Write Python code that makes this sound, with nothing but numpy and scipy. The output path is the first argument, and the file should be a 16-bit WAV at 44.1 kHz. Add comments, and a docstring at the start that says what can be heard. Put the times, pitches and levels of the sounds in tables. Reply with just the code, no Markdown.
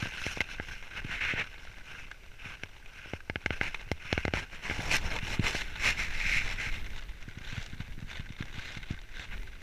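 """Sled on frozen snow, heard from inside a camera case

A walker drags a sled over packed snow, a small camera in a sealed plastic case held on a pole.
Sled hiss, boot crunch and the close rub of a glove are flickering noise rung by the case's modes.
Single crackles, glove ticks and mount knocks are short bursts of grit ringing the same case;
pole jolts are damped low swings, wind and sway are low noise, and the electronics hiss and whine."""
import sys
import numpy as np
from scipy import signal
from scipy.fft import rfft, irfft
from scipy.io import wavfile
from scipy.ndimage import uniform_filter1d

SR = 44100
rng = np.random.default_rng(int(sys.argv[2]) if len(sys.argv) > 2 else 0)


def dump_mix(stems):
    """Bounce the given channels to the path in sys.argv[1] as a 16-bit WAV at rate SR."""
    frames = np.atleast_2d(stems).T  # one column per channel
    limited = np.clip(frames, -1, 1)  # hard clip at full scale
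    pcm = np.round(limited * 32767).astype(np.int16)
    wavfile.write(sys.argv[1], SR, pcm)


N = 424239  # samples

# Resonances of the plastic case, with relative strengths by where the sound comes in:
# mode_hz, width_hz, behind_lens_db, in_front_db, rubbed_db, knocked_db
CASE_MODES = [(870, 93, -37, -19.5, -11.5, 17), (1560, 285, 2, -8.5, -32, 19.5),
              (2120, 220, 0, -8, -5.5, 22), (2453, 590, -0.5, -13, -10.5, -16),
              (2735, 730, 0.5, -13.5, -33, 8.5), (3595, 620, -10.5, -14.5, -22, -41),
              (4100, 570, -10, -22.5, -18, -5.5), (5400, 740, -9, -42, -19.5, -9),
              (5890, 1880, -11, -27, -24.5, -15.5), (7360, 610, -45, -35, -24, -58.5),
              (9200, 2100, -23.5, -49, -37, -59), (11600, 3300, -28, -46, -41, -57)]
# The camera swings round to face the walker: time_s, turned_share (0-1)
CAMERA_TURN = [(5.0, 0), (6.0, 1)]


def gain_of(db):
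    """Decibels to amplitude gain."""
    return 10 ** (np.asarray(db) / 20)


def evened(x):
    """Scales to rms 1."""
    return x / np.sqrt(np.mean(x ** 2) + 1e-20)


def read(points, hz):
    """Reads a spectrum table at the given frequencies, on a log frequency scale."""
    table_hz, value = np.transpose(points)
    return np.interp(np.log(hz + 1), np.log(table_hz + 1), value)


def curve(rows):
    """Joins the points of a time table by straight lines, one value per sample."""
    times_s, values = np.transpose(rows)
    return np.interp(np.arange(N) / SR, times_s, values)


def add(mix, start_s, sound):
    """Mixes a sound in at start_s, cut off at the end of the mix."""
    part = mix[round(start_s * SR):][:len(sound)]
    part += sound[:len(part)]


def coloured(x, points):
    """Shapes x by a spectrum table, then scales it to rms 1."""
    gain = gain_of(read(points, np.fft.rfftfreq(N, 1 / SR)))
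    return evened(irfft(rfft(x) * gain, N))


def chance(ms):
    """Random drift of rms 1: noise averaged twice over ms milliseconds."""
    size = max(int(ms * SR / 1000), 1)
    once = uniform_filter1d(rng.standard_normal(N), size)
    return evened(uniform_filter1d(once, size))


def case_ring(column, tilt_db=0, spot_db=0, shift=1, damp=1):
    """Causal response of the case: mode peaks over the wall, with the phase that such a shape implies.
    The spot struck raises, lowers or shifts each mode; damp widens the peaks; tilt_db is per octave."""
    # What the wall passes between the modes: freq_hz, level_db
    wall = [(60, -3), (300, -17), (1100, -17.5), (2000, -9.5), (4700, -28.5), (15000, -59.5)]
    hz = abs(np.fft.fftfreq(4096, 1 / SR))
    modes = np.transpose(CASE_MODES)
    detune = 2 * (hz[:, None] - shift * modes[0]) / (damp * modes[1])
    peaks = gain_of(modes[column] + spot_db) / (1 + detune ** 2)
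    power = (peaks ** 2).sum(1) + gain_of(read(wall, hz)) ** 2
    tilt = gain_of(tilt_db * np.log2(np.maximum(hz, 1000) / 2000))  # flat below 1 kHz
    log_gain = np.log(np.sqrt(power) * tilt)
    minimum_phase = -signal.hilbert(log_gain).imag
    ring = np.fft.ifft(np.exp(log_gain + 1j * minimum_phase)).real[:2048]
    return ring / np.linalg.norm(ring)


def crackle(spot_db):
    """A crust breaks: a few milliseconds of grit ringing the case, peak 1."""
    t = np.arange(700) / SR
    envelope = np.exp(-t / 0.003) * (1 - np.exp(-t / 0.0004))
    grit = rng.standard_normal(len(t)) * envelope
    out = signal.fftconvolve(grit, case_ring(column=3, spot_db=spot_db))
    return out / abs(out).max()


def swell(full_s, rise_s, hold_s, fall_s, db, flat):
    """Power of one event that builds up, holds and dies away; higher flat = rounder top, steeper sides."""
    edge_db = -15  # how far it has sunk at the ends of its build-up and die-away
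    t = np.arange(N) / SR - full_s
    away = np.maximum(np.maximum(-t / rise_s, (t - hold_s) / fall_s), 0)
    return gain_of(db + edge_db * np.minimum(away, 5) ** flat) ** 2


def effort():
    """Adds sled, boot and glove power: level, boot and glove shares, power-weighted treble and low-mid."""
    # Hiss of the sled runners: time_s, level_db
    runners = [(0.0, -49), (1.5, -51), (2.3, -60), (2.8, -57.5), (3.3, -62.5), (3.75, -49), (4.0, -61),
               (4.5, -56.5), (5.7, -47), (7.1, -55), (7.9, -56), (8.4, -56), (9.62, -56)]
    # Boots crush the crust: full_from_s, rise_s, hold_s, fall_s, level_db, treble_against_level_db
    boots = [(0.01, 0.36, 0.046, 0.044, -39, -11), (0.26, 0.19, 0.017, 0.17, -42, -6),
             (0.511, 0.04, 0.02, 0.022, -47.5, -5), (0.685, 0.083, 0.034, 0.084, -53, 2),
             (0.987, 0.065, 0.011, 0.012, -41.5, -16.5), (1.864, 0.018, 0.15, 0.086, -50, -13),
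             (2.454, 0.072, 0.1, 0.0054, -46, -15), (2.966, 0.061, 0.2, 0.015, -50.5, -13.5),
             (3.53, 0.029, 0.022, 0.033, -42, -15), (4.092, 0.1, 0.079, 0.14, -43, -14),
             (6.948, 0.014, 0.039, 0.012, -50.5, -1), (7.487, 0.094, 0.14, 0.13, -49.5, -0.5),
             (7.806, 0.027, 0.018, 0.054, -52, -7), (8.106, 0.034, 0.065, 0.047, -47.5, -4.5),
             (8.391, 0.013, 0.021, 0.016, -48.5, -5), (8.605, 0.11, 0.16, .04, -48, -1.5),
             (8.895, 0.065, 0.036, 0.032, -52, -4), (9.198, 0.084, 0.037, 0.046, -46.5, -2.5),
             (9.333, 0.06, 0.017, 0.022, -48, -11.5)]
    # The glove slides over the case: full_from_s, rise_s, hold_s, fall_s, level_db,
    # treble_against_level_db, low_mid_against_level_db
    glove = [(1.118, 0.039, 0.041, 0.045, -34, -18, -12.5), (1.213, 0.013, 0.1, 0.042, -30, -21.5, -15.5),
             (1.387, 0.045, 0.035, 0.0091, -30.5, -23, -9.5),
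             (3.635, 0.031, 0.034, 0.028, -36.5, -13.5, -5), (4.34, 0.0053, 0.056, 0.045, -36, -13, -3),
             (4.531, 0.024, 0.015, 0.04, -46, -12, -4.5), (4.653, 0.035, 0.057, 0.067, -38, -13, -5),
             (4.754, 0.12, 0.14, .05, -41.5, -6.5, 1), (4.916, 0.011, 0.028, 0.036, -27, -6, -5.5),
             (5.132, 0.31, 0.041, 0.033, -44.5, -7, 4.5), (5.288, 0.054, 0.057, 0.027, -39.5, -6, -2.5),
             (5.457, 0.04, 0.017, 0.13, -33, -6, -2), (5.553, 0.018, 0.015, 0.09, -37, -3, -8),
             (5.868, 0.057, 0.012, 0.045, -24, -6.5, -8.5), (5.989, 0.03, 0.029, 0.089, -35, -7, -9),
             (6.182, 0.096, 0.098, 0.071, -42, -6, -3), (6.353, 0.18, 0.025, 0.037, -27.5, -8.5, -15),
             (6.423, 0.054, .11, 0.027, -41, -7, -5.5), (6.614, 0.055, 0.052, 0.051, -34.5, -9.5, -10),
             (6.735, 0.023, 0.01, 0.057, -43, -6.5, -6.5)]
    # Balance against level: behind_lens_db, in_front_db
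    sled_treble = (-12, -7)
    snow_low_mid = (-2, -6)

    turned = curve(CAMERA_TURN)
    sled = gain_of(curve(runners)) ** 2
    steps = np.array([swell(*row[:5], flat=1.5) for row in boots])
    rubs = np.array([swell(*row[:5], flat=1.3) for row in glove])
    stepped = steps.sum(0)
    snow = sled + stepped
    power = snow + rubs.sum(0)

    sled_db, snow_db = (a + (b - a) * turned for a, b in (sled_treble, snow_low_mid))
    step_treble, rub_treble = np.transpose(boots)[-1], np.transpose(glove)[-2]
    treble_db = sled * sled_db + step_treble @ steps + rub_treble @ rubs
    low_db = snow * snow_db + np.transpose(glove)[-1] @ rubs
    level_db = 10 * np.log10(power)
    return level_db, stepped / power, 1 - snow / power, treble_db / power, low_db / power


def patchy(x, db):
    """The contact wanders, so each region of the spectrum swells and sinks by itself."""
    z = signal.stft(x, nperseg=256)[2]
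    across_bins = uniform_filter1d(rng.standard_normal(z.shape), 3, 0)
    patches = evened(uniform_filter1d(across_bins, 9, 1))
    depth_db = np.resize(db[::128], z.shape[1])  # one depth per 128-sample hop
    return evened(signal.istft(z * gain_of(depth_db * patches), nperseg=256)[1][:N])


def scrape():
    """Sled, boots and glove: dense fizz with crackles, snow from afar and the glove right on the case."""
    # How much the glove rubs the back of the case: time_s, back_share (0-1)
    grip = [(1.45, 0.5), (4.0, 0.51), (6.1, 0.28)]
    merge = 0.75  # share of the crackles that a boot's weight or the glove merges into fizz
    crackles_per_s, spots = 140, 16
    level_db, stepped, rubbed, treble_db, low_db = effort()
    turned = curve(CAMERA_TURN)

    # a thin squeak is even, a full-bodied rub stutters
    gritty = np.clip(1 + 0.05 * low_db * rubbed, 0.25, 1)
    slow_db = 1.6 * gritty * chance(12)
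    fizz = rng.standard_normal(N)
    fizz = fizz * gain_of(slow_db + 2.0 * np.sqrt(gritty) * chance(2.47))
    behind, facing, near = (evened(signal.oaconvolve(fizz, case_ring(column=c))[:N]) for c in (2, 3, 4))
    # a grip on the back raises the modes; this fizz is 20 ms apart from the rest
    stiff = signal.oaconvolve(np.roll(fizz, SR // 50), case_ring(column=4, shift=1.1))[:N]
    back = evened(0.7 * behind + evened(stiff))

    # crackles of random size, each ringing the case at one of a few random spots
    size = gain_of(6.0 * np.minimum(rng.exponential(1, N), 2.5))
    size = size * (rng.random(N) < crackles_per_s / SR)
    spot = rng.integers(0, spots, N)
    crust = np.zeros(N)
    for k in range(spots):
        ring = crackle(5.5 * rng.standard_normal(len(CASE_MODES)))
        crust += signal.oaconvolve(size * (spot == k), ring)[:N]

    snow = (1 - turned) * behind + turned * facing
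    rub = near + curve(grip) * (back - near)
    dense = np.sqrt(1 - rubbed) * snow + np.sqrt(abs(rubbed)) * rub
    dense = patchy(dense, db=2 * gritty)
    # an even rub on the front gathers in the main modes
    squeak_band = signal.butter(2, (1950, 2700), "band", fs=SR, output="sos")
    squeak = signal.sosfiltfilt(squeak_band, dense)
    dense = dense + (1 - gritty) * turned * (squeak - 0.43 * dense)

    # in a loud scrape the crackles come so thick that they merge into the fizz; clearer from in front
    apart = np.clip((-25.5 - level_db) / 16, 0, 1)
    apart = apart * (0.83 + 0.5 * turned) * (1 - merge * (stepped + rubbed))
    sound = (dense + apart * evened(crust)) / np.sqrt(1 + apart ** 2)

    # the level sets the band of the main modes; low-mid and treble are set against it
    low = signal.sosfiltfilt(signal.butter(5, 1270, fs=SR, output="sos"), sound)
    high = signal.sosfiltfilt(signal.butter(3, 3200, "high", fs=SR, output="sos"), sound)
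    main = evened(sound - low - high)
    outer = gain_of(treble_db) * evened(high) + gain_of(low_db) * evened(low)
    return gain_of(level_db) * (main + outer)


def electronics():
    """Steady noise of the camera's electronics, with thin constant sine tones."""
    # Relative hiss spectrum: freq_hz, density_db
    hiss_shape = [(150, -26), (400, -1.5), (1100, -10.5), (5000, -14.5), (10000, -23), (15300, -33)]
    # Whine tones: pitch_hz, rms_level_db
    whine = [(5846, -79), (11719, -85), (14626, -83)]
    hiss_db = -65  # rms
    t = np.arange(N) / SR
    tones = np.zeros(N)
    for hz, db in whine:
        tones += gain_of(db) * np.sqrt(2) * np.sin(2 * np.pi * (hz * t + rng.random()))
    return gain_of(hiss_db) * coloured(rng.standard_normal(N), hiss_shape) + tones


def jolt(ms, hz, width_hz):
    """A smooth push on the pole, then its low resonance swings on; a greater width damps it sooner."""
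    push = np.hanning(max(int(ms * SR / 1000), 8))
    t = np.arange(SR // 8) / SR
    swing = np.exp(-np.pi * width_hz * t) * np.cos(2 * np.pi * hz * t)
    out = signal.fftconvolve(np.diff(push, prepend=0), swing)
    return out / abs(out).max()


def pole():
    """Clear jolts, many small ones at random, and lumpy low pressure from wind and swing."""
    # Dull jolts along the pole: start_s, peak_db, push_ms
    clear_jolts = [(0.026, -25, 4), (0.057, -27, 1.2), (0.373, -24, 1.1), (1.047, -30, 3.4),
                   (1.337, -24.5, 2.05), (2.456, -39, 4.8), (3.059, -37, 1.4), (4.792, -26, 2.9),
                   (5.2277, -28.5, 5.7), (5.394, -17, 3.7), (5.5492, -21, 1.4), (7.28, -34, 3.6),
                   (7.373, -34.5, 4.3), (7.528, -32.5, 4.8), (7.578, -27.5, 6), (7.732, -33, 4.4),
                   (7.8014, -27, 5.3), (7.978, -35, 4), (8.0243, -31, 4.9), (8.196, -30.5, 5.4),
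                   (8.303, -32.5, 4.6), (8.4061, -26, 4.1), (8.579, -31.5, 5.2), (8.7677, -32.5, 4.6),
                   (8.907, -23.5, 4.1)]
    # Slow pressure of wind and swing: time_s, level_db
    sway = [(0.0, -46.5), (1.4, -44.5), (2.4, -49.5), (3.0, -48.5), (3.7, -45.5), (4.6, -45.5), (4.95, -38),
            (5.6, -36.5), (6.0, -38), (6.4, -34), (7.06, -40.5), (7.25, -42.5), (7.6, -42), (8.5, -41.5),
            (9.1, -45.5), (9.24, -48), (9.31, -36), (9.62, -45)]
    # Relative spectrum of that pressure: freq_hz, level_db
    sway_shape = [(8, 0.5), (20, 1.5), (40, -6), (80, -16.5), (160, -29), (400, -34.5), (1000, -59)]
    middle_hz, small_per_s = 84, 40  # pole resonance, about which each clear jolt varies; small jolts
    out = np.zeros(N)
    draws = rng.uniform(-1.3, 1, (len(clear_jolts), 3))
    for (start_s, db, ms), (way, grip, late) in zip(clear_jolts, draws):
        swing = jolt(ms, middle_hz * (1 + 0.25 * grip), width_hz=55)
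        bump = np.sign(way) * gain_of(db) * swing
        add(out, start_s, bump)
        add(out, start_s + 0.00202, gain_of(db - 11) * crackle(5 * way))  # the joint creaks with it
        # smaller rebounds follow, either way up
        add(out, start_s + 0.014 + 0.006 * late, 0.3 * grip * bump)
        add(out, start_s + 0.035 + 0.015 * grip, 0.3 * late * bump)

    small = rng.standard_normal(N) * (rng.random(N) < small_per_s / SR)
    patter = gain_of(-8) * signal.oaconvolve(small, jolt(5.13, middle_hz, width_hz=30))[:N]
    lumps = coloured(rng.standard_normal(N), sway_shape) * gain_of(2.0 * chance(75))
    return out + gain_of(curve(sway)) * (lumps + patter)


def crackles():
    """Single breaks of the crust that stand out, each favouring the modes near its own pitch."""
    # start_s, peak_db, favoured_pitch_hz
    breaks = [(0.0254, -28, 1740), (0.413, -21.5, 2340), (1.25, -26, 2456), (1.396, -25.5, 2400),
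              (2.1134, -31, 1560), (2.859, -37, 2480), (3.204, -35.5, 1550), (3.7447, -22.5, 2290),
              (4.3245, -39, 2700), (4.348, -34, 1800), (4.371, -27, 2200), (5.163, -23.5, 2150),
              (5.121, -25.5, 2370), (5.1875, -24, 2210), (5.268, -27.5, 2140), (5.466, -16.5, 2550),
              (5.618, -24.5, 2700), (7.578, -28.5, 1560), (8.112, -30.5, 1520), (8.4243, -25.5, 1430),
              (8.772, -34, 2000), (8.8297, -32.5, 2120), (9.195, -29, 2270), (9.3772, -37, 2690)]
    out = np.zeros(N)
    mode_hz = np.transpose(CASE_MODES)[0]
    for start_s, db, hz in breaks:
        spot_db = 9.7 * np.exp(-((mode_hz - hz) / 300) ** 2)
        add(out, start_s, gain_of(db) * crackle(spot_db))
    return out


def knocks():
    """The mount taps the case: a hard tap with tiny rebounds rings a new spot and shakes the pole."""
    # start_s, ring_peak_db, jolt_peak_db, treble_tilt_db_per_octave
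    mount_knocks = [(0.2655, -22, -20.5, 13), (0.406, -12.5, -22, 10.5), (0.599, -21, -22.5, -1),
                    (2.6351, -22, -29.5, 11.5), (3.1352, -25.5, -20, 5), (3.2984, -19, -21, 3),
                    (3.3582, -16, -22, 1), (3.461, -12.5, -19.5, 7), (3.5062, -16, -19, 5.5),
                    (3.6125, -11.5, -20, 5.5), (3.916, -18, -15, 13.5), (4.128, -11, -13.5, 9.5),
                    (4.178, -16, -16.5, 8), (4.2519, -18, -16, 9), (4.2802, -19, -17, 7.5),
                    (4.3373, -16, -15.5, 9), (4.6983, -19, -25, -2), (4.711, -21, -24, 1)]
    swing_hz, gap_hz = 74, 1010  # middle of the varying pole swing; where wall and pole cancel
    out, t = np.zeros(N), np.arange(900) / SR
    for start_s, db, jolt_db, tilt_db in mount_knocks:
        tap = 0.12 * rng.standard_normal(len(t)) * np.exp(-t / 0.005)  # rebounds
        tap[:11] += np.hanning(11)  # first contact
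        shift = 1 + 0.025 * rng.standard_normal(len(CASE_MODES))
        spot_db = 2.5 * rng.standard_normal(len(CASE_MODES))
        response = case_ring(column=5, tilt_db=tilt_db, spot_db=spot_db, shift=shift, damp=1.2)
        ring = signal.fftconvolve(tap, response)
        add(out, start_s, -gain_of(db) * ring / abs(ring).max())
        shake = jolt(1.3, swing_hz * shift[0] ** 2, width_hz=24)
        add(out, start_s, -gain_of(jolt_db) * shake)
    return signal.lfilter(*signal.iirnotch(gap_hz, 5, SR), out)


def ticks():
    """The stiff glove lets go of the plastic: a millisecond of bright grit, too quick for the low modes."""
    # start_s, peak_db
    releases = [(4.8217, -28.5), (4.9563, -18), (4.967, -20), (5.482, -23)]
    out, t = np.zeros(N), np.arange(300) / SR
    for start_s, db in releases:
        grit = rng.standard_normal(len(t)) * np.exp(-t / 0.001)
        ring = signal.fftconvolve(grit, case_ring(column=2, tilt_db=5.5))
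        add(out, start_s, gain_of(db) * ring / abs(ring).max())
    return out


def scene():
    """All sources at the single microphone inside the case."""
    mix = scrape() + crackles() + ticks() + knocks() + pole() + electronics()
    return mix[None]


def record(dry):
    """Limits the band with a steep linear-phase low-pass."""
    edge_hz = 15350
    low_pass = signal.firwin(511, edge_hz, window=("kaiser", 9), fs=SR)
    return signal.oaconvolve(dry, low_pass[None], "same")


dry = scene()
out = record(dry)
dump_mix(out)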